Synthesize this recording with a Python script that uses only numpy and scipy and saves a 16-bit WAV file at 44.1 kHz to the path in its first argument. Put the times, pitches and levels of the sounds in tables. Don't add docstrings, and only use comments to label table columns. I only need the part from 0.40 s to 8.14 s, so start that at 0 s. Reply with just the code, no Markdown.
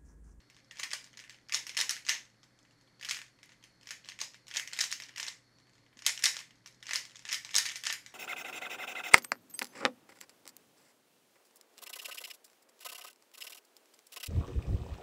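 import sys
import numpy as np
from scipy import signal
from scipy.fft import rfft, irfft, next_fast_len
from scipy.io import wavfile
from scipy.ndimage import uniform_filter1d

SR = 44100
rng = np.random.default_rng(int(sys.argv[2]) if len(sys.argv) > 2 else 0)


def boost(x):
    u = np.asarray(x, float) / 20
    return 10 ** u


def pcm_store(signal):
    levels = np.round(np.clip(np.atleast_2d(signal), -1, 1) * 32767)
    wavfile.write(sys.argv[1], SR, levels.astype(np.int16).T)


N = 341323

KNOCK_SAMPLES = 640
LEAD_S = 0.002
THUD_PER_HOLLOW = 0.27


def evened(x):
    return x / np.sqrt(np.mean(x ** 2) + 1e-20)


def read(points, hz):
    point_hz, value = np.transpose(points)
    return np.interp(np.log(hz + 1), np.log(point_hz + 1), value)


def add(mix, start_s, sound):
    part = mix[max(round(start_s * SR), 0):][:len(sound)]
    part += sound[:len(part)]


# frequency in Hz, density in dB per Hz.
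AIR_SPECTRUM = [(20, -15.5), (48, -8.5), (85, -11.5), (150, -3), (290, -6.5), (460, -12), (1000, -16),
                (2050, -13), (2700, -25), (3700, -21), (5300, -20), (8000, -29.5), (12200, -34),
                (16000, -32)]
# time in seconds, level in dB.
WHINE_DRIFT = [(0, -77.5), (2.2, -80.5), (2.5, -77), (3.0, -80), (3.35, -76), (5.2, -76), (5.5, -81),
               (7.74, -81)]
# frequency in Hz, width in Hz, level in dB.
FAN_TONES = [(288.6, 23, -82), (531, 18, -86.5)]


def air():
    air_db, hiss_top_hz = -70, 12850
    whine_hz, whine_width_hz = 4370, 370
    hum_hz, hum_db, hum_waver_db, hum_waver_rad = 120, -75.5, 1.6, 1.0
    size = next_fast_len(N)
    hz = np.fft.rfftfreq(size, 1 / SR)
    t = np.arange(N) / SR

    def noise(gain):
        spectrum = rfft(rng.standard_normal(N), size)
        return evened(irfft(spectrum * gain)[:N])

    whine_db = np.interp(t, *np.transpose(WHINE_DRIFT))
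    whine = boost(whine_db) * noise(1 / (1 + (2 * (hz - whine_hz) / whine_width_hz) ** 4))
    fan = np.zeros(N)
    for tone_hz, width_hz, db in FAN_TONES:
        fan += boost(db) * noise(1 / (1 + (2 * (hz - tone_hz) / width_hz) ** 2))
    hum_level = boost(hum_db + hum_waver_db * noise((hz > 4) & (hz < 14)))
    hum_phase = 2 * np.pi * hum_hz * t + hum_waver_rad * noise(hz < 5)
    hum = hum_level * evened(np.sin(hum_phase))
    hiss = boost(air_db) * noise(boost(read(AIR_SPECTRUM, hz)) * (hz < hiss_top_hz))
    return hiss + whine + hum + fan


def rings(modes, count, rise_s=0.00024, spread_s=0.00042, graze_db=3.5, detune=0.07):
    uneven_db = 3
    hz, db, t60_s = (np.tile(v, 3)[:, None] for v in np.transpose(np.float32(modes)))
    draws = np.float32(rng.standard_normal((count, 4, len(hz), 1)))
    tune, spot, late, sign = draws.transpose(1, 0, 2, 3)
    delay_s = np.clip(spread_s * late, -spread_s, 2 * LEAD_S)
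    t = np.maximum(np.float32(np.arange(KNOCK_SAMPLES) / SR - LEAD_S) - delay_s, 0)
    waves = np.sin(2 * np.pi * hz * (1 + detune * tune) * t)
    waves = waves * (1 - np.exp(-t / rise_s)) * np.sign(sign)
    fade = np.exp(np.float32(-np.log(1000)) / t60_s * t)
    level = np.float32(boost(db + uneven_db * spot - graze_db * abs(late)))
    ring = (level * fade * waves).sum(1)
    return ring / abs(ring).max(1, keepdims=True)


def crack():
    hz, t60_s, db = 5100, 0.0011, -5.0
    t = np.maximum(np.arange(KNOCK_SAMPLES) / SR - LEAD_S - 0.0002, 0)
    return -boost(db - 60 * t / t60_s) * np.sin(2 * np.pi * hz * t) * (1 - np.exp(-t / 7e-5))


# frequency in Hz, level in dB, t60 in seconds.
HOLLOW_MODES = [(1340, -13, 0.0052), (1907, -2.5, 0.0074), (2045, 2, 0.0036), (2485, -0.5, 0.0054),
                (3064, 5.5, 0.0037)]
SHELL_MODES = [(3974, -2, 0.0088), (4810, 3, 0.0029), (5217, 3, 0.0083), (6060, -12, 0.029),
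               (6580, 0.5, 0.008), (7740, -9, 0.01)]
EDGE_MODES = [(8400, -4, 0.0022), (9600, -6, 0.0014), (11000, -9, 0.0016), (12660, -12, 0.0016),
              (14870, -23, 0.0012)]
THUD_MODES = [(375, -17.5, 0.0022), (549, -11, 0.019), (1020, 5, 0.012)]


def knock(rows):
    start_s, shell_db, hollow_db, edge_db, thud_db = (v[:, None] for v in np.transpose(rows))
    count = len(start_s)
    sound = rings(SHELL_MODES, count)
    sound += boost(hollow_db - 0.5) * rings(HOLLOW_MODES, count, rise_s=0.00046)
    sound += boost(edge_db - 3.0) * rings(EDGE_MODES, count, detune=0.11, spread_s=0.0009)
    sound += crack()
    sound += boost(thud_db - 9.5) * rings(THUD_MODES, count, rise_s=0.002)
    out = np.zeros(N)
    for at_s, ring in zip(start_s[:, 0], boost(shell_db - 1.5) * sound):
        add(out, at_s + 0.0007 - LEAD_S, ring)
    return out


# start in seconds, shell peak in
# dB, hollow cavity in dB re shell.
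CONTACTS = [(0.0006, -63, 0), (0.1823, -63, -1), (0.1867, -56, 3.0), (0.193, -59.5, 3.0),
            (0.202, -61, 6.0), (0.31, -40.5, 3.0), (0.3485, -57, -5), (0.3516, -55.5, 2),
            (0.364, -57, 9), (0.378, -44, -1), (0.3922, -37, -1), (0.4313, -26.5, 1.5),
            (0.519, -37, 4), (0.709, -61.0, 3), (0.739, -63, 17), (0.7494, -60.0, 6),
            (0.8052, -57, 4), (0.823, -54, 4), (0.849, -61, 4), (0.8765, -56, 6.0), (0.906, -44, 1),
            (0.9214, -64, 4), (0.9419, -56, 0), (0.9635, -56.0, -6), (0.986, -59, 8), (1.013, -66, 5),
            (1.067, -70, 7), (1.1287, -58, 13), (1.1506, -19, -18), (1.352, -42.5, 0),
            (1.3872, -22, 0), (1.4112, -18, -1), (1.419, -32.5, 7), (1.4253, -42, 6),
            (1.5053, -24, -12), (1.5322, -31, -10), (1.5587, -38.5, 0), (1.5653, -41, -3),
            (1.623, -51, -6), (1.6734, -39, -4), (1.7498, -30, -4), (1.7622, -44, 4.5),
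            (1.852, -52.0, 4), (1.864, -56, -3), (1.9, -57, -1), (1.9448, -69, 8), (2.038, -52, -3),
            (2.0424, -64, 6), (2.2497, -59.5, 6),
            (2.3864, -66, 0), (2.637, -55, 6), (2.755, -39, -1), (2.7586, -35.0, -10),
                   (2.7644, -40, -12), (2.789, -43, 6.0), (2.8642, -52, 0), (2.8809, -57, 2),
                   (2.885, -61, 6), (3.096, -65, 10), (3.1192, -53, 6), (3.1333, -62, 8),
                   (3.2255, -60.5, 2), (3.246, -66, 12.0), (3.265, -63, -7.0), (3.4277, -56, 0),
                   (3.6413, -60, 13), (3.6652, -57, 10), (3.6986, -39, 5), (3.7189, -41.5, 6.5),
                   (3.7248, -51, 6), (3.8005, -37, -1), (3.815, -24.5, -8), (3.9514, -52, 3),
                   (4.1534, -40, 7.5), (4.1704, -23, -10), (4.175, -27, -5), (4.1963, -28.5, 6.5),
                   (4.213, -45, 7), (4.3142, -46.5, 6), (4.335, -35.5, 3), (4.34, -42, 0),
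                   (4.347, -41, -4.5), (4.356, -41, -5), (4.388, -31.5, 0), (4.4113, -15, -4),
                   (4.4234, -29, -5), (4.427, -25.5, -8.5), (4.4378, -28.5, 1), (4.525, -21, -1.5),
                   (4.6264, -45, 5.5), (4.6496, -50, 4), (4.6562, -47, -2.0), (4.6637, -45, -6),
                   (4.667, -51, 0), (4.688, -44, -6), (4.7387, -56, 7.5), (4.7622, -41, 1.5),
                   (4.7979, -27.5, 4), (4.8674, -37, -2), (4.884, -27.5, -11), (4.9238, -44, 2.5),
            (5.463, -61.5, 8), (5.5285, -69, 10), (5.5907, -50, 5), (5.6931, -21.5, -2),
                 (5.776, -32, 3), (5.7985, -48, -7), (5.8617, -18, -0.5), (5.867, -30, 1), (5.9572, -41, 1),
                 (5.9665, -26.5, -1.5), (6.002, -40, -5), (6.1076, -59, 0.5), (6.3248, -51.5, -7.5),
                 (6.467, -31.5, -12), (6.497, -37, -8), (6.5643, -31, 1), (6.696, -47, 1), (6.717, -47, -1),
                 (6.7675, -38, -7), (6.814, -59, -3.0), (6.8603, -49, 5.0), (6.865, -52.0, 10),
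                 (6.8917, -31, 3), (6.898, -36, 6), (6.9167, -28, -3), (6.934, -26, 1), (7.0604, -47, -4.0),
                 (7.0664, -45, 3.0), (7.1224, -46, -5), (7.133, -39, -1), (7.1447, -31, 2),
                 (7.173, -27, -15), (7.2105, -34, -14), (7.216, -35, -7), (7.2541, -26.5, -1),
                 (7.295, -32, 1), (7.3023, -34.5, 5.5), (7.313, -36, 1.0), (7.352, -44, 3.0),
                 (7.3562, -37, 2), (7.373, -39, -9.0), (7.378, -44, -7.0), (7.39, -42, -11),
                 (7.4102, -45, -10.0), (7.4646, -27.5, 4), (7.507, -30, -2), (7.5356, -36, 6),
                 (7.5505, -38, -6.0), (7.6505, -58.0, 0)]


def chatter(level_db=0):
    start_s, shell_db, hollow_db = np.transpose(CONTACTS)
    edge_db = -20 + 1.5 * np.maximum(shell_db + 24.5, 0)
    thud_db = -33.5 + THUD_PER_HOLLOW * hollow_db
    return knock(np.transpose([start_s, shell_db + level_db, hollow_db, edge_db, thud_db]))


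# start in seconds, shell peak in dB, hollow
# cavity in dB re shell, # edge tick in dB re shell, thud in dB re shell.
HARD_KNOCKS = [(0.3963, -26, -3.5, -25, -9), (0.4343, -24.5, -1.5, -29, -10),
               (0.5338, -21.5, -6, -13, -11), (1.1222, -24.5, 2, -9, -21), (1.1372, -22, -6, -19, -20),
               (1.1442, -14.5, -6.5, -15.5, -16), (1.171, -28, -9, -19, -32),
               (1.1904, -32.5, -15, -23, -27), (1.2666, -29.5, -3, -28, -13.5),
               (1.2931, -28, -2, -18, -14), (1.3682, -18.5, -2.5, -23, -16),
               (1.3744, -16.5, -9.5, -14, -30), (1.3899, -20.5, -3.5, -5.5, -11),
               (1.4018, -17.5, -9, -12, -11), (1.4121, -17.5, -10.5, -7, -26),
               (1.4934, -15, -6.5, -8.5, -36), (1.5082, -21.5, -6, -2, -34),
               (1.6801, -33, -1, -17, -35.5), (1.6872, -20, 0, -20, -35), (1.6924, -10, -6.5, -17.5, -35),
               (1.7165, -28.5, 5, -23.5, -27.5), (1.7422, -28, -3.5, -20, -13),
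               (2.6876, -24.5, -5, -20, -30), (2.6938, -21.5, -7, -12, -34),
               (2.7096, -19.5, -3, -22, -27), (2.745, -28.5, -4, -11, -21),
                      (2.7683, -35.5, 4.5, -24, -20), (3.5067, -25, -3, -18, -19), (3.804, -28.5, -7, -21, -32),
                      (3.8134, -21, -13.5, -17, -8.5), (4.1601, -26.5, 1, -12.5, -11),
                      (4.1685, -18.5, -5, -23, -34), (4.1953, -33, -0.5, 2, -5), (4.332, -27, -4.5, -19.5, -15),
                      (4.3888, -18, -5, -15, -25), (4.4059, -19, -8, -18, -33), (4.409, -15, -18, -14.5, -19.5),
                      (4.439, -24, -6, -5, -14), (4.5148, -25, -12, -2.5, -27), (4.5251, -22.5, -23, -15, -27),
                      (4.7802, -28.5, -3, -7, -12), (4.8006, -25.5, -7, -13, -11), (4.8285, -24, -4, -23, -16),
                      (4.876, -34, -4, -22, -6.5), (4.8809, -26, -5, -14, -14), (5.664, -10, -6.5, -3.5, -17),
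                      (5.6673, -23, -23, -6, -17), (5.695, -36, -2, -13, -30), (5.8376, -16, -1.5, -3, -35),
                      (5.84, -10.5, -8.5, -3.5, -41),
               (5.8559, -8.5, -28, -11, -38), (5.8616, -24, 4.5, -11, -8), (5.9668, -30.5, -6, -21, -8),
                    (6.509, -27, 3, -15, -4), (6.5329, -18.5, -4.5, -18, -20), (6.552, -24.5, 0.5, -19, -13),
                    (6.5571, -15, -12, -11.5, -21), (6.8887, -25.5, -3.5, -24, -16), (6.9194, -30, 4, -20, -24),
                    (6.927, -19, -4.5, -12, -32), (6.9432, -20.5, -4, -23, -38),
                    (7.0476, -29.5, -4.5, -18, -11), (7.1426, -25, 1.5, -6, -12),
                    (7.153, -13.5, -8.5, -12, -22), (7.1626, -8.5, -15, -11, -22),
                    (7.1819, -10.5, -10, -8.5, -21), (7.2567, -25.5, 1.5, -8, -14),
                    (7.2621, -22.5, -4, -23, -32), (7.3567, -28, -7, -26, -31), (7.365, -32.5, -14, -7, -33),
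                    (7.4365, -28, 2.5, -7, -23), (7.453, -25, -4, -15, -26), (7.468, -18, -2.5, -12, -37),
                    (7.4966, -25, -3, -20, -22)]
# start in seconds, shell peak in dB, hollow cavity in
# dB re # shell.
LIGHT_KNOCKS = [(0.0991, -49.5, 2), (0.145, -50, -12), (0.165, -47, -0.5), (0.245, -54.5, -18),
                (0.311, -42.5, 4), (0.357, -46, 3), (0.37, -40, 0), (0.3853, -40, -2), (0.458, -42, -1),
                (0.506, -34, -8), (0.5135, -32.5, 2), (0.5315, -24, -4.5), (0.6093, -47.5, 2),
                (0.642, -38.5, -8), (0.6634, -52, 2), (0.673, -50, -1), (0.7303, -48, -1),
                (0.7721, -38.5, -0.5), (0.791, -39.5, 0.5), (0.7988, -39, 1), (0.839, -46.5, 8),
                (0.895, -37, 1.5), (0.9445, -50.5, 4),
                (1.086, -41, -8), (1.0952, -38, 5.5), (1.347, -39.5, 0), (1.5652, -35, 2.5), (1.65, -38.5, -5),
                  (1.6655, -30, -5.5), (2.596, -48, -1), (2.611, -40.5, 2), (2.6268, -36.5, 4), (2.632, -38, 3),
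                  (2.6471, -29, 0), (2.652, -31.5, -1), (2.679, -43, 3), (2.788, -43.5, 2), (2.8156, -38.5, 3),
                  (2.988, -58, 6), (3.03, -42, 0.5), (3.092, -49, 3.5), (3.1207, -62, 1), (3.1245, -53, -2),
                  (3.227, -57, 4), (3.2387, -43, 1),
                (3.411, -50.5, -0.5), (3.4308, -50, 1.5), (3.457, -51, 3), (3.471, -36.5, -2),
                  (3.489, -35.5, -2), (3.646, -44.5, 2.5), (3.657, -43, -1), (3.676, -50, 3), (3.687, -30, -1.5),
                  (3.7892, -35.5, 1.5), (3.836, -32, -5), (3.936, -49.5, 1), (3.943, -42, -0.5),
                  (4.0681, -43.5, -5), (4.081, -36, -5), (4.104, -43, 1), (4.1121, -35.5, 4), (4.139, -34, 3.5),
                  (4.1472, -30.5, 0.5), (4.2744, -32.5, -1), (4.326, -39, 2.5), (4.3644, -35, 1.5),
                  (4.374, -36.5, 0.5), (4.5081, -37, 2), (4.6004, -35.5, 3.5), (4.621, -35, -2),
                  (4.6355, -35.5, -4),
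                (4.6848, -48, 1), (4.692, -46.5, 8.5), (4.749, -60, 8), (4.76, -39, 4.5), (4.774, -37, 5),
                  (4.849, -40, 4), (4.8653, -30, -5), (5.5708, -47, -2), (5.5904, -41, -1), (5.621, -38, 0.5),
                  (5.6426, -47, -2), (5.649, -37, -2), (5.656, -34.5, -1), (5.775, -38, -15),
                  (5.7914, -33.5, 0.5), (5.8228, -27.5, -4), (5.9428, -37.5, 5.5), (5.959, -38, 0),
                  (5.9893, -32.5, -1), (6.005, -35, -0.5), (6.107, -52.5, 7.5), (6.1551, -57, -14),
                  (6.243, -72, 12), (6.2594, -38, -3.5), (6.274, -40, -9.5), (6.345, -52.5, -20),
                (6.404, -55.0, -10), (6.4264, -38, 2.5), (6.456, -45, 4), (6.4667, -39.5, 4.5),
                  (6.481, -39, -2), (6.4852, -37, 4), (6.4913, -33.5, 4), (6.5131, -34.5, 0), (6.6519, -37, -5),
                  (6.708, -45.5, -6), (6.748, -47, -2), (6.7566, -37, -4.5), (6.7923, -40, -4.5),
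                  (6.822, -49, -4), (6.8519, -33, 0.5), (6.8676, -47, 9), (6.8786, -37, -7), (6.911, -28.5, -12),
                  (7.091, -41, 4), (7.107, -39, 0), (7.1112, -37, -3), (7.136, -36, -4), (7.2879, -28, -2),
                  (7.3169, -31, 0), (7.425, -53, -3), (7.5004, -31.5, 9.5), (7.525, -23, -4),
                  (7.6618, -33.5, -2.5), (7.722, -61, 10)]
# start
# in seconds, shell peak in dB, hollow cavity in dB re shell.
FINGERS = [
    (1.944, -69, -1),
    (2.0308, -48.5, 0),
    (2.189, -53, -5),
    (2.229, -54.5, -19),
    (2.253, -64, 3),
    (2.3088, -56.5, 1),
    (2.3206, -63, -22),
    (2.3854, -72, -3),
    (2.411, -54.5, -9),
    (2.475, -68.5, 12),
           (5.185, -54.5, -3),
    (5.2, -58, 1),
    (5.2694, -62, 6),
    (5.294, -55.5, -3),
    (5.333, -56, -8),
    (5.3532, -53.5, -3),
    (5.38, -58.5, 6),
    (5.4354, -69, 0),
    (5.462, -75.5, 7),
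    (5.528, -72.5, 16.5),
           (0.0034, -55, 0),
    (0.129, -63, -6),
    (0.2826, -70, 0),
    (0.925, -50, 0),
    (2.1144, -75, -7),
    (3.059, -56.5, -6.5),
    (3.2099, -72, 9),
    (3.2654, -72, -4),
    (3.3131, -69, -11),
    (6.1829, -62, -12),
]


def knocks(ticks_db=0):
    light = LIGHT_KNOCKS
    start_s, shell_db, hollow_db = np.transpose(light + FINGERS)
    edge_scatter, thud_scatter = rng.standard_normal((len(start_s), 2)).T
    edge_db = -22.5 - 0.08 * (shell_db + 40) + 2.5 * edge_scatter
    thud_db = -14 - 0.65 * (shell_db + 37.5) + THUD_PER_HOLLOW * hollow_db - 1 * thud_scatter
    ticks = np.transpose([start_s, shell_db + ticks_db, hollow_db, edge_db, thud_db])
    return knock(np.vstack([HARD_KNOCKS, ticks]))


def slide(knocked):
    per_s, uneven_db, t60_s, kinds = 500, 3.5, 0.074, 36
    grains = rings(SHELL_MODES, kinds)
    grains = grains + boost(2.5) * rings(HOLLOW_MODES, kinds)
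    grains = grains + boost(0.5) * rings(EDGE_MODES, kinds, detune=0.092)
    strength = boost(uneven_db * np.minimum(rng.exponential(1, N), 4))
    strength = strength * (rng.random(N) < per_s / SR)
    piece = rng.integers(0, kinds, N)
    rattle = np.zeros(N)
    for at in np.flatnonzero(strength):
        add(rattle, at / SR, strength[at] * grains[piece[at]])
    keep = boost(-2 * 60 / (t60_s * SR))
    energy = uniform_filter1d(knocked ** 2, size=90).clip(0)
    shake = np.sqrt(signal.lfilter([1 - keep], [1, -keep], energy))
    return boost(-8.0) * shake * evened(rattle)


# delay in seconds, level in dB.
REFLECTIONS = [(.0035, -12.5), (.0078, -14), (0.012, -26), (0.018, -25)]


def echoes(x):
    out = np.zeros(N)
    for delay_s, db in REFLECTIONS:
        add(out, delay_s, boost(db) * x)
    return out


# frequency in Hz, t60 in seconds.
ROOM_DECAY = [(400, 0.42), (1300, 0.28), (3500, 0.26), (9000, 0.28), (15000, 0.28)]


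def room(x):
    taps = np.zeros(SR // 2)
    at = np.arange(150, len(taps) - 12, 12)
    taps[at + rng.integers(0, 12, len(at))] = rng.choice([-1., 1.], len(at))
    hz, t, bands = signal.stft(taps, SR, nperseg=128)
    fade = boost(-60 * t / read(ROOM_DECAY, hz)[:, None])
    tail = signal.istft(bands * fade, SR, nperseg=128)[1]
    return signal.oaconvolve(x, tail / np.linalg.norm(tail))[:N]


def cavity(x):
    hz, width_hz, db = 1980, 700, -5.5
    return x + boost(db) * signal.lfilter(*signal.iirpeak(hz, hz / width_hz, SR), x)


# start in seconds, peak in dB.
PEELS = [
    (3.059, -57),
    (3.325, -65),
    (3.351, -71),
]


def skin():
    out = np.zeros(N)
    for (start_s, db), ring in zip(PEELS, rings(EDGE_MODES, len(PEELS))):
        add(out, start_s - LEAD_S, boost(db) * ring)
    return out


def palm():
    start_s, hz, t60_s, peak_db = 5.567, 260, 0.04, -50
    t = np.arange(2000) / SR
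    out = np.zeros(N)
    bump = boost(peak_db - 60 * t / t60_s) * np.sin(2 * np.pi * hz * t) * np.minimum(t * hz, 1)
    add(out, start_s, bump)
    return out


def scene():
    near = knocks()
    sides = [knocks(ticks_db=-1.0) for _ in range(3)]
    rattle = slide(near)
    contacts = chatter()
    reverb = sum(room(side + rattle + chatter(level_db=-3.0)) for side in sides)
    far = cavity(echoes(near + rattle) + boost(-8.5) * reverb)
    no_bass = signal.butter(2, 260, "high", fs=SR, output="sos")
    cube = signal.sosfilt(no_bass, near + contacts + rattle + far)
    return (cube + palm() + air() + skin())[None]


def roll_off(x):
    return signal.sosfilt(signal.butter(12, 16510, fs=SR, output="sos"), x)


def record(dry):
    edge = signal.firwin(767, 15900, window=("kaiser", 8), fs=SR)
    mix = boost(-34) * dry + signal.oaconvolve(dry, edge[None], "same")
    return roll_off(mix)


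dry = scene()
out = record(dry)
pcm_store(out)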